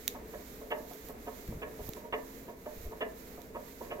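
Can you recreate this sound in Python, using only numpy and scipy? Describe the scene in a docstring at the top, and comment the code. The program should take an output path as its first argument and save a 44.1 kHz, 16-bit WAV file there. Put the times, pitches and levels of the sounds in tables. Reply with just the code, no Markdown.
"""In a small tiled room, on the saddle of an exercise bike. The flywheel whirrs steadily, the drive
hums, and each pedal stroke swells a hiss of rubbing on the wheel. Loose parts in the drive knock
several times a turn: each knock is a short chatter of contacts that rings the frame and the room.
A few sharp ticks come from the bike, something brushes lightly on the right, and the hand that
holds the microphone makes soft bumps."""
import sys
import numpy as np
from scipy import signal
from scipy.fft import rfft, irfft
from scipy.io import wavfile
from scipy.ndimage import uniform_filter1d

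SR = 44100
rng = np.random.default_rng(int(sys.argv[2]) if len(sys.argv) > 2 else 0)


def wrap_up_sound(samples):
    """Save the sound to the file named by the first command line argument, as 16-bit audio."""
    columns = np.atleast_2d(samples).T
    # keep every value between -1 and 1, then stretch to whole-number steps
    tamed = np.clip(columns, -1, 1)
    steps = np.round(tamed * 32767).astype(np.int16)
    wavfile.write(sys.argv[1], SR, steps)


N = 176400  # 4 seconds


def undb(db):
    """Turn decibels into a gain to multiply by."""
    return 10 ** (np.asarray(db) / 20)


def unit(x):
    """Scale a sound to an average power of 1."""
    return x / np.sqrt(np.mean(x ** 2))


def sized(x, seconds):
    """Give a hit the energy of a power-1 sound of this length."""
    return x * np.sqrt(seconds * SR / np.sum(x ** 2))


def add(out, start_s, x):
    """Mix x into out at the given time."""
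    i = max(int(start_s * SR), 0)
    out[..., i:i + x.shape[-1]] += x[..., :max(N - i, 0)]


def lowpass(x, hz, order=2):
    """Dull a sound by turning down what lies above hz."""
    return signal.sosfilt(signal.butter(order, min(hz, .45 * SR), fs=SR, output="sos"), x)


def colour(x, points):
    """Shape bass and treble along a curve of (pitch_hz, gain_db) points."""
    hz, db = np.array(points).T
    bins_hz = np.maximum(np.fft.rfftfreq(N, 1 / SR), 1)
    gain = undb(np.interp(np.log(bins_hz), np.log(hz), db))
    return irfft(rfft(x) * gain, N)


def wander(per_s):
    """A smooth random drift, about 1 in size."""
    hold = int(SR / per_s)
    steps = np.repeat(rng.standard_normal(N // hold + 1), hold)
    return unit(uniform_filter1d(uniform_filter1d(steps, hold), hold)[:N])


def pan(db):
    """Left and right gains; positive db favours the left."""
    return undb(np.array([[db], [-db]]) / 2)


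def ring(tones, t):
    """A struck part's tones, tuned a little differently at each blow; each drops 60 dB in fade_s."""
    detune = 1 + 0.0073 * rng.standard_normal(len(tones))
    return sum((-1) ** k * undb(db - 60 * t / fade_s) * np.sin(2 * np.pi * hz * detune[k] * t)
               for k, (hz, fade_s, db) in enumerate(tones))


def room(x):
    """Tiled walls return a wash of echoes on each side, the treble dying first."""
    bass_fade_s, treble_fade_s, delay_s = 0.52, 0.24, 0.0023
    t = np.arange(SR // 2) / SR
    noise = rng.standard_normal((2, len(t)))
    bass = lowpass(noise, 1000)
    tails = bass * undb(-60 * t / bass_fade_s) + (noise - bass) * undb(-60 * t / treble_fade_s)
    tails *= np.clip(t / delay_s - .5, 0, 1)
    return np.array([signal.fftconvolve(x, tail / np.sqrt(np.sum(tail ** 2)))[:N] for tail in tails])


def flywheel_whirr():
    """The spinning wheel keeps the frame's low resonances sounding."""
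    # tone of the wheel and room: pitch_hz, gain_db
    whirr_curve = [(20, -6), (35, 4), (65, 1), (100, -9), (170, -5), (225, -1), (270, -5), (310, -3.5),
                   (370, -5), (440, 3), (520, -8.5), (650, -11), (800, -17.5), (1400, -23.5), (2100, -22),
                   (3200, -33.5), (8000, -36.5), (16000, -37)]
    # stereo width, as side compared with middle: pitch_hz, gain_db
    width_curve = [(30, -13.5), (250, -13), (500, -9.5), (1000, 4), (4000, -2.5)]
    middle, side = (unit(colour(rng.standard_normal(N), whirr_curve)) for _ in range(2))
    level_db = -50.5 + 1.25 * wander(per_s=12)
    return undb(level_db) * (middle + colour(side, width_curve) * np.array([[1], [-1]]))


def drive_hum():
    """The running drive gives one faint, wavering tone."""
    level_db = -60.5 + 2 * wander(per_s=7.9)
    pitch_hz = 264.6 * (1 + 0.0124 * wander(per_s=15))
    return undb(level_db) * unit(np.sin(2 * np.pi * np.cumsum(pitch_hz) / SR))


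def light_brushes():
    """Something slides lightly, close on the right, in short hisses."""
    # slides: start_s, length_s, level_db
    slides = [(0.645, 0.19, -56.5), (0.866, 0.11, -53), (1.026, 0.12, -50), (1.807, 0.11, -48.5)]
    # tone of the sliding: pitch_hz, gain_db
    slide_curve = [(500, -16), (7000, -11.5), (9500, -16.5), (12500, -3.5), (14500, -0.5), (16000, -15)]
    left_db = -14
    swell = np.zeros(N)
    for start_s, length_s, level_db in slides:
        add(swell, start_s, undb(level_db) * signal.windows.tukey(int(length_s * SR), .6))
    hiss = unit(colour(rng.standard_normal((2, N)), slide_curve))
    flicker = undb(2 * wander(per_s=90))
    return swell * flicker * hiss * undb([[left_db], [0]])


def hand_bumps():
    """The hand shifts on the microphone's case, making short dull rumbles."""
    # hand movements: start_s, length_s, level_db, cutoff_hz
    bumps = [(1.467, .075, -41, 256), (1.536, 0.058, -44, 122), (1.789, 0.12, -50, 107),
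             (1.886, .012, -39, 520), (2.763, 0.067, -48.5, 118), (2.82, 0.092, -43, 64)]
    out = np.zeros(N)
    for start_s, length_s, level_db, cutoff_hz in bumps:
        count = int(length_s * SR)
        rumble = lowpass(rng.standard_normal(SR // 2), cutoff_hz, order=3)[-count:]
        add(out, start_s, undb(level_db) * unit(rumble * signal.windows.tukey(count, .5)))
    return out


def sharp_ticks():
    """A small hard part snaps: a brief ring and a bright splash of noise."""
    # snaps: start_s, level_db, left_over_right_db, splash_over_ring_db
    ticks = [(0.0788, -19.5, -10, 4), (.935, -45, -8, 6), (1.086, -43, -1, 6), (1.478, -51.5, 18.5, 6),
             (1.891, -34, -13, 15.5), (1.935, -40.5, -9.5, -4), (3.418, -51, -20, 3)]
    # ringing tones of the part: pitch_hz, fade_s, level_db
    part_tones = [(2120, 0.0028, 1.5), (3870, .004, 6), (5820, 0.0025, 7), (7000, 0.0019, 8)]
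    splash_hz, splash_s, room_db = 13780, 0.00061, -11.5
    out, t = np.zeros((2, N)), np.arange(SR // 40) / SR
    for start_s, level_db, pan_db, splash_db in ticks:
        # multiplying by a tone moves the dull noise up around splash_hz
        noise = lowpass(rng.standard_normal((2, len(t))), 1920) * np.cos(2 * np.pi * splash_hz * t)
        splash = noise * t * np.exp(-t / splash_s)
        snap = unit(ring(part_tones, t)) + undb(splash_db) * unit(splash)
        add(out, start_s, undb(level_db) * pan(pan_db) * sized(snap, seconds=0.0024))
    return out + undb(room_db) * room(out.mean(axis=0))


def flywheel_rubbing():
    """Friction on the flywheel makes a hiss that rises and falls with each pedal stroke."""
    # pedal strokes, each lasting until the next: start_s, push_db
    strokes = [(-.2, 5.5), (.21, 4.5), (0.732, 5), (1.171, 4.5), (1.65, 3.5), (2.1, 3), (2.55, 3.5),
               (3.04, 3), (3.52, 2.5), (4.02, 2)]
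    # tone of the rubbing on the left: pitch_hz, gain_db
    left_curve = [(1000, -38), (2100, 0.5), (2900, -4.5), (5000, -10.5), (7200, -3.5), (8500, -9),
                  (10500, -13), (13000, -1.5), (15500, -19)]
    # and on the right: pitch_hz, gain_db
    right_curve = [(1000, 0), (2100, 4.5), (2800, -4.5), (3900, 0.5), (5000, -2.5), (7000, 1.5), (8800, -9),
                   (10800, -2), (12500, 5), (14000, 5), (16000, -1)]
    left_db, right_db, resting_gain = -64, -52.5, 0.43
    start_s, push_db = np.array(strokes).T
    strokes_done = np.interp(np.arange(N) / SR, start_s, np.arange(len(start_s)))
    push = np.abs(np.sin(np.pi * strokes_done)) * undb(push_db)[strokes_done.astype(int)]
    effort = (resting_gain + (1 - resting_gain) * push) * undb(wander(per_s=30.01))
    left = undb(left_db) * unit(colour(rng.standard_normal(N), left_curve))
    right = undb(right_db) * unit(colour(rng.standard_normal(N), right_curve))
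    return effort * np.array([left, right])


def chatter_force(t, rise_s):
    """The force of a run of contacts builds to a peak and dies away."""
    first_touch, decay_s = 0.55, 0.0059
    rising = first_touch + (1 - first_touch) * t / rise_s
    falling = np.exp(-np.maximum(t - rise_s, 0) / decay_s)
    return np.where(t < rise_s, rising, falling)


def drive_knocks():
    """Loose parts chatter, ring the frame and thud in the housing; a softer echo follows each knock."""
    # knocks (a harder contact has a higher cutoff): start_s, level_db, cutoff_hz, rise_s
    knocks = [(.146, -44, 1157, .014), (.333, -41.5, 1300, .011), (0.611, -44, 850, 0.0097),
              (.705, -30, 2220, 0.019), (0.762, -51, 730, 0.0056), (.798, -43.5, 566, 0.0078),
              (0.906, -47.5, 870, 0.0037), (1.084, -44.5, 1200, 0.017), (1.263, -37.5, 1300, 0.02),
              (1.519, -47, 990, 0.0053), (1.617, -36, 2200, 0.016), (1.791, -41, 970, 0.0053),
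              (1.965, -46, 975, 0.0043), (2.038, -43.5, 880, 0.014), (2.125, -29.5, 2200, 0.016),
              (2.48, -42.5, 1160, 0.0124), (2.657, -38, 970, 0.0071), (2.844, -50.5, 780, 0.019),
              (2.912, -43, 1020, 0.015), (3.007, -30, 2380, .016), (3.374, -48, 1090, 0.0067),
              (3.545, -37, 1230, 0.02), (3.805, -39.5, 880, 0.017), (3.905, -36, 2080, 0.02),
              (3.987, -36.5, 880, 0.029)]
    # ringing tones of the frame: pitch_hz, fade_s, level_db
    frame_tones = [(238.7, 0.13, -7.5), (445.5, 0.14, 1), (560.6, 0.078, -4.5), (606, 0.11, -1.5),
                   (700.4, 0.053, 0), (871.4, 0.11, -7), (952, 0.06, 1.5), (1096, 0.073, -4.5),
                   (1255, 0.046, -5.5), (1674, 0.076, -2.5), (1775, 0.041, -3), (2030, 0.082, -7),
                   (2310, 0.055, -9.5), (2606, 0.026, -3.5), (2920, 0.056, 5.5), (3430, 0.026, 4)]
    # tone of the housing's dull thud: pitch_hz, gain_db
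    thud_curve = [(60, -26), (200, -11.5), (400, -0.5), (650, -2), (790, -9.5), (950, -15.5), (1250, -6),
                  (1480, -14.5), (1750, -5.5), (2200, -6), (2900, 2), (3500, -11), (5000, -23)]
    # what the room returns of a knock: pitch_hz, gain_db
    echo_curve = [(150, -19), (300, -7), (480, -2), (1000, -1.5), (1800, 4.5), (3200, -11)]
    contacts_per_s, scatter_db, thud_db = 2500, 0.5, -3
    left_lag_s, pan_db, room_db = 0.00017, -2.5, -5.5
    after_knock = (.045, -12.5, 990)  # delay_s, drop_db, cutoff_hz
    out, t = np.zeros(N), np.arange(SR // 7) / SR
    housing = colour(rng.standard_normal(N), thud_curve)
    for start_s, level_db, first_cutoff_hz, rise_s in knocks:
        force = chatter_force(t, rise_s)
        for delay_s, drop_db, cutoff_hz in ((0, 0, first_cutoff_hz), after_knock):
            sizes = rng.choice([-1, 1], len(t)) * undb(scatter_db * rng.standard_normal(len(t)))
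            touching = rng.random(len(t)) < contacts_per_s / SR
            frame = signal.fftconvolve(force * touching * sizes, ring(frame_tones, t))[:len(t)]
            thud = force * np.roll(housing, rng.integers(N))[:len(t)]
            blow = lowpass(unit(frame) + undb(thud_db) * unit(thud), cutoff_hz, order=3)
            add(out, start_s + delay_s, undb(level_db + drop_db) * sized(blow, seconds=.018))
    left = np.interp(np.arange(N) - left_lag_s * SR, np.arange(N), out)
    echoes = undb(room_db) * room(colour(out, echo_curve))
    return (np.array([left, out]) + echoes) * pan(pan_db)


def scene():
    """Add all the sounds together in stereo."""
    return (drive_knocks() + flywheel_rubbing() + flywheel_whirr() + drive_hum()
            + sharp_ticks() + light_brushes() + hand_bumps())


def record(dry):
    """Cut off the very highest treble."""
    top_hz = 15900
    return signal.sosfilt(signal.ellip(10, .2, 80, top_hz, fs=SR, output="sos"), dry)


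dry = scene()
out = record(dry)
wrap_up_sound(out)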